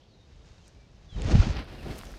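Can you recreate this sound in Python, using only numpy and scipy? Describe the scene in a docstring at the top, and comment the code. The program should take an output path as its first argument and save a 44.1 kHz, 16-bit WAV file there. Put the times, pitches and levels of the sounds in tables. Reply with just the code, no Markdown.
"""A quiet fairway: a golfer wearing a small microphone on his shirt swings a club. Over a soft hiss of shaped
noise glide thin whistles (birds, at a guess) and one lower squeak of the cloth, breathy sines with echoes.
The cloth drags over the capsule: noise and uneven clicks, filtered into bands, give rumble, a grainy swish
and a crisp crackle as the arms come down again. Dry ticks are short noisy snaps; jolts are brief low swings,
two of them with a low knock."""
import sys
import numpy as np
from scipy import signal
from scipy.fft import rfft, irfft
from scipy.io import wavfile
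from scipy.ndimage import uniform_filter1d

SR = 44100
rng = np.random.default_rng(int(sys.argv[2]) if len(sys.argv) > 2 else 0)


def master(y):
    """Save y as 16-bit WAV."""
    cut = np.clip(np.atleast_2d(y).T, -1, 1)
    pcm = np.round(cut * 32767)  # scale
    wavfile.write(sys.argv[1], SR, pcm.astype(np.int16))


def linear_from_db(decibels):
    """Turn decibels (scalar or array-like) into linear amplitude factors; 0 gives 1."""
    return 10 ** (np.asarray(decibels, float) / 20)


N = 96314  # samples, about 2.2 s


def colour(x, points):
    """Shape the spectrum of x by (pitch_hz, level_db) points, straight over log frequency; rms 1."""
    hz, db = np.array(points, float).T
    bins_hz = np.fft.rfftfreq(N, 1 / SR) + 1  # the extra 1 Hz avoids log(0)
    gain_db = np.interp(np.log(bins_hz), np.log(hz), db, -120, -120)
    y = irfft(rfft(x) * linear_from_db(gain_db), N)
    return y / np.sqrt(np.mean(y ** 2))


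def walk(rate_hz):
    """Random levels held for 1 / rate_hz seconds and slewed twice; spread near 1."""
    hold = int(SR / rate_hz)
    steps = np.repeat(rng.standard_normal(N // hold + 1), hold)
    smooth = uniform_filter1d(uniform_filter1d(steps, hold), hold)
    return 1.09 * smooth[:N]


def grains(per_s, spread_db, hiss_db):
    """Fibres slip past each other: signed clicks of very uneven size over a fine hiss."""
    hit = rng.random(N) < per_s / SR
    size = linear_from_db(spread_db * np.minimum(rng.exponential(size=N), 5))
    clicks = hit * np.sign(rng.standard_normal(N)) * size
    clicks /= np.sqrt(np.mean(clicks ** 2))
    return clicks + linear_from_db(hiss_db) * rng.standard_normal(N)  # hiss_db is relative to the clicks


def curve_gain(table, column):
    """Gain over time from one dB column, with time_s in column 0."""
    c = np.array(table, float)
    return linear_from_db(np.interp(np.arange(N) / SR, c[:, 0], c[:, column]))


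def add(out, start_s, x):
    """Mix x into out from start_s on."""
    i = int(start_s * SR)
    out[i:i + len(x)] += x[:N - i]


# Spectrum of the open air: pitch_hz, level_db (per Hz, relative)
AIR_SPECTRUM = [(15, -21), (30, -6), (55, 4.5), (100, 1.5), (160, -2), (250, -8), (500, -9.5), (800, -15),
                (1300, -23.5), (2200, -24), (4000, -21.5), (6000, -28.5), (8000, -42.5), (12700, -53),
                (13300, -70)]


def air():
    """Distant outdoor hiss and hum: shaped noise whose level drifts slowly around -58.5 dB."""
    level_db = -58.5 + 1.4 * walk(4.9)
    return linear_from_db(level_db) * colour(rng.standard_normal(N), AIR_SPECTRUM)


# Spectra of the capsule's rumble and of the low rub: pitch_hz, level_db (per Hz, relative)
RUMBLE_SPECTRUM = [(15, -15.5), (30, -2), (50, 5), (80, -1), (140, -6.5), (200, -14.5), (300, -34.5)]
RUB_SPECTRUM = [(120, -6.5), (200, 0), (300, -1), (500, -5), (800, -10.5), (1200, -29.5)]
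# Capsule shaken by the cloth, levels before flutter: time_s, rumble_db, rub_db
SHAKE_LEVELS = [(0, -72, -73), (.25, -59.5, -72), (.33, -54.5, -76), (.42, -56, -67), (.7, -56, -72),
                (.85, -56.5, -67), (1.0, -52.5, -72), (1.11, -51.5, -70), (1.14, -35.5, -58),
                (1.205, -30.5, -37), (1.26, -26.5, -44), (1.31, -26.5, -31.5), (1.35, -19.5, -31.5),
                (1.375, -18, -43), (1.41, -19, -43), (1.44, -33, -35.5), (1.47, -34.5, -37.5),
                (1.5, -28.5, -43), (1.6, -36.5, -41), (1.66, -46, -52), (1.75, -44, -51), (1.84, -41, -47),
                (1.86, -38.5, -39), (1.93, -39.5, -41.5), (1.97, -46.5, -50.5), (2.18, -47, -51.5)]


def shaken_capsule(catch):
    """The cloth shakes the capsule: low noise for the rumble, sparse grains for the rub above it."""
    rumble = colour(rng.standard_normal(N), RUMBLE_SPECTRUM) * linear_from_db(0.94 * walk(25.16))
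    rub = colour(grains(500, 2.1, hiss_db=6.0), RUB_SPECTRUM) * linear_from_db(1.6 * catch + 1.6 * walk(29.98))
    return curve_gain(SHAKE_LEVELS, 1) * rumble + curve_gain(SHAKE_LEVELS, 2) * rub


# Spectra of the swish, its upper part and the crisp crackle: pitch_hz, level_db (per Hz, relative)
SWISH_SPECTRUM = [(500, 2), (800, 3), (1500, 2.5), (3000, -0.5), (5000, -7), (6500, -28)]
UPPER_SPECTRUM = [(3800, -11.5), (5000, -3), (6500, 0), (8000, -11), (9500, -20.5), (11000, -27),
                  (13000, -40)]
CRISP_SPECTRUM = [(7000, 4.5), (9000, 4), (12000, 2), (15500, -4.5), (17000, -39.5)]
# Cloth sliding, levels before flutter: time_s, swish_db, upper_swish_db, crisp_crackle_db
SLIDE_LEVELS = [(0, -74, -83, -100), (.09, -92, -84, -100), (.3, -70, -78, -100), (.44, -70.5, -75.5, -100),
                (.47, -66, -70, -96), (.56, -68, -74, -99), (.64, -71, -71.5, -94), (.675, -68, -68, -92),
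                (.72, -71, -77, -96), (.9, -73.5, -78.5, -100), (1.08, -67.5, -76.5, -96),
                (1.13, -63.5, -70.5, -100), (1.18, -51.5, -60.5, -100), (1.23, -48.5, -59.5, -99),
                (1.265, -44, -54.5, -97), (1.3, -44.5, -52, -99), (1.318, -35, -44.5, -93.5),
                (1.338, -43.5, -53.5, -97), (1.355, -37.5, -52, -95.5), (1.378, -42, -50, -92),
                (1.408, -39.5, -51.5, -90), (1.45, -40.5, -53.5, -81), (1.51, -45.5, -54, -79),
                (1.57, -44.5, -69, -73.5), (1.6, -41, -69, -68.5), (1.66, -57, -79, -79),
                (1.69, -52, -72, -73), (1.8, -53.5, -73.5, -70), (1.91, -47.5, -64, -63.5),
                (1.96, -51.5, -62.5, -63), (2.0, -52.5, -64.5, -65.5), (2.06, -56, -64.5, -66.5),
                (2.18, -57.5, -67, -70.5)]


def sliding_cloth(catch):
    """Dense fibre slips feed both swish bands; a sparser set of clicks makes the crackle."""
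    fibres = grains(6000, 3.75, hiss_db=-1.5)
    swish = colour(fibres, SWISH_SPECTRUM) * linear_from_db(0.69 * catch + 0.53 * walk(59.3))
    upper = colour(fibres, UPPER_SPECTRUM) * linear_from_db(1.0 * catch + 0.71 * walk(59.6))
    crisp = colour(grains(440, 3.0, hiss_db=6.5), CRISP_SPECTRUM) * linear_from_db(0.8 * catch)
    out = curve_gain(SLIDE_LEVELS, 1) * swish
    out += curve_gain(SLIDE_LEVELS, 2) * upper
    return out + curve_gain(SLIDE_LEVELS, 3) * crisp


def cloth():
    """The dragging shirt: catches in the weave flutter every band above the rumble together."""
    catch = walk(45.07)
    return shaken_capsule(catch) + sliding_cloth(catch)


# Thin whistles (birds, at a guess) and one lower squeak of the cloth at 1.41 s:
# start_s, length_s, first_pitch_hz, last_pitch_hz, level_db (sine peak), breathiness (0-1)
WHISTLES_AND_SQUEAK = [(.012, .011, 2800, 3600, -64.5, .3), (.031, .011, 2850, 3800, -65, .3),
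                       (.05, .01, 2850, 3500, -65.5, .3), (.082, .1, 4600, 3780, -69.5, .55),
                       (.105, .075, 3880, 3780, -74, .6), (.18, .075, 3770, 3680, -68.5, .4),
                       (.29, .31, 3740, 3640, -72.5, .6), (.587, .028, 2700, 2800, -68, .5),
                       (.636, .028, 3230, 2950, -65, .55), (.652, .028, 2560, 2400, -67.5, .55),
                       (.742, .045, 2280, 2340, -71.5, .3), (.795, .08, 2340, 2310, -71.5, .45),
                       (1.088, .082, 3500, 2960, -56.5, .15), (1.112, .06, 4020, 3800, -60, .2),
                       (1.172, .034, 3780, 3660, -56.5, .2), (1.18, .034, 3400, 2650, -58, .3),
                       (1.212, .034, 3660, 3600, -55.5, .3), (1.253, .05, 3570, 3480, -53, .4),
                       (1.407, .013, 1250, 1520, -39, .6), (1.418, .016, 1560, 1260, -41, .6),
                       (1.56, .04, 2380, 2200, -55, .4), (1.78, .022, 2950, 2670, -54, .5),
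                       (1.805, .029, 2550, 2450, -57, .5), (2.07, .048, 6350, 5460, -61.5, .2)]


def whistles_and_squeak():
    """Slightly unsteady gliding sines; breath breaks them up into a narrow band of noise."""
    out, waver = np.zeros(N), walk(250)
    breath = walk(400) + 1j * walk(400)
    for start_s, length_s, first_hz, last_hz, level_db, breathy in WHISTLES_AND_SQUEAK:
        u = np.linspace(0, 1, int(length_s * SR))
        i = int(start_s * SR)
        span = slice(i, i + len(u))
        hz = (first_hz + (last_hz - first_hz) * u) * (1 + 0.004 * waver[span])
        carrier = np.exp(2j * np.pi * np.cumsum(hz) / SR)
        tone = (np.sqrt(1 - breathy ** 2) + breathy * breath[span]) * carrier
        swell = np.abs(np.sin(np.pi * u)) ** 0.31
        add(out, start_s, linear_from_db(level_db) * swell * tone.imag)
    return out


def echoes(tones):
    """Scattered echoes roughen and prolong the whistles and the cloth squeak."""
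    t60_s, echo_db = 0.22, -8
    t = np.arange(SR // 3) / SR
    tail = rng.standard_normal(len(t)) * linear_from_db(-60 * t / t60_s)
    tail /= np.sqrt(np.sum(tail ** 2))
    return tones + linear_from_db(echo_db) * signal.fftconvolve(tones, tail)[:N]


# Dry ticks, and two low knocks that go with the jolts at 1.30 and 1.35 s:
# start_s, level_db (peak), centre_hz, width_hz (band at half height), ring_ms (tail down 17 dB)
TICKS_AND_KNOCKS = [(0.68, -45.5, 6340, 8000, 2.8), (1.2198, -33.5, 7070, 3500, 2.2),
                    (1.22, -30.5, 3200, 2600, 1.8), (1.247, -32.5, 5000, 6000, 1.3),
                    (1.287, -32, 1890, 2520, 3.2), (1.297, -25.5, 500, 1290, 1.8),
                    (1.353, -21, 500, 1200, 2.7), (1.568, -29.5, 3100, 4470, 4.8),
                    (1.595, -41, 4000, 8000, 2.5), (1.645, -54, 10100, 8040, 1.8),
                    (1.974, -47, 11000, 9000, 1.1), (1.981, -39, 10000, 12100, 4.0),
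                    (1.9816, -44, 9000, 12000, 3.5), (1.985, -35, 9800, 12200, 3.2),
                    (1.99, -31.5, 6500, 13900, 2), (2.011, -51, 11000, 9000, 1.3),
                    (2.0128, -32.5, 2000, 3500, 0.99), (2.024, -40, 6000, 12000, 1.5),
                    (2.035, -30.5, 1750, 3520, 0.78), (2.035, -42, 8040, 12000, 1.2),
                    (2.045, -46, 10000, 9100, 1.2), (2.054, -36, 5500, 9950, 2.1),
                    (2.07, -39, 3600, 3500, 1.3), (2.092, -52, 9000, 9900, 1.2),
                    (2.118, -40, 9450, 11000, 1.8), (2.14, -40.5, 1680, 1500, 3.8)]


def ticks_and_knocks():
    """A snap with a short noisy tail, confined to one broad band each."""
    size, lead = 1024, 128  # samples; the lead leaves room for the filter to ring before the snap
    out, i = np.zeros(N), np.arange(size) - lead
    bins_hz = np.fft.rfftfreq(size, 1 / SR)
    for start_s, level_db, centre_hz, width_hz, ring_ms in TICKS_AND_KNOCKS:
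        decay = np.exp(-np.abs(i) / SR / (ring_ms / 2000))
        tail = (i >= 0) * 0.5 * rng.standard_normal(size) * decay
        burst = tail + 1.5 * (i == 0)
        band = np.exp(-((bins_hz - centre_hz) / (0.6 * width_hz)) ** 2)
        y = irfft(rfft(burst) * band)
        add(out, start_s - lead / SR, linear_from_db(level_db) * y / np.abs(y).max())
    return out


# Jolts of the capsule: peak_s, level_db (peak), pitch_hz, cycles (span where the swing exceeds 0.29 of peak)
CAPSULE_JOLTS = [(1.256, -17, 90, 1.16), (1.299, -26, 250, 1.1), (1.325, -18.5, 303, 2.03),
                 (1.344, -14, 60, 0.87), (1.354, -6.5, 145.6, 1.29), (1.366, -12.5, 54, 0.71),
                 (1.388, -25, 223, 3.4), (1.399, -9, 77, 1.42), (1.471, -16.5, 141, 0.89),
                 (1.858, -32, 146, 1.24), (1.48, -25.5, 226, 1.27), (1.605, -33.5, 263, 2.8),
                 (1.906, -34, 115, 2.8)]


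def jolts():
    """Each tug swings the capsule briefly: a cosine under a bell centred on its peak."""
    out = np.zeros(N)
    for peak_s, level_db, hz, cycles in CAPSULE_JOLTS:
        reach_s = 1.2 * cycles / hz
        t = np.arange(-reach_s, reach_s, 1 / SR)
        bell = np.exp(-(2.23 * t * hz / cycles) ** 2)
        add(out, peak_s + t[0], linear_from_db(level_db) * bell * np.cos(2 * np.pi * hz * t))
    return out


def scene():
    """All sources at the one capsule, as a single channel."""
    mix = air() + cloth() + echoes(whistles_and_squeak()) + ticks_and_knocks() + jolts()
    return mix[None]


def top_cut(x):
    """Nothing passes above the cut-off."""
    return signal.sosfilt(signal.butter(12, 15860, fs=SR, output="sos"), x)


def record(dry):
    """Pass on the finished mix with no other treatment."""
    return top_cut(dry)


dry = scene()
out = record(dry)
master(out)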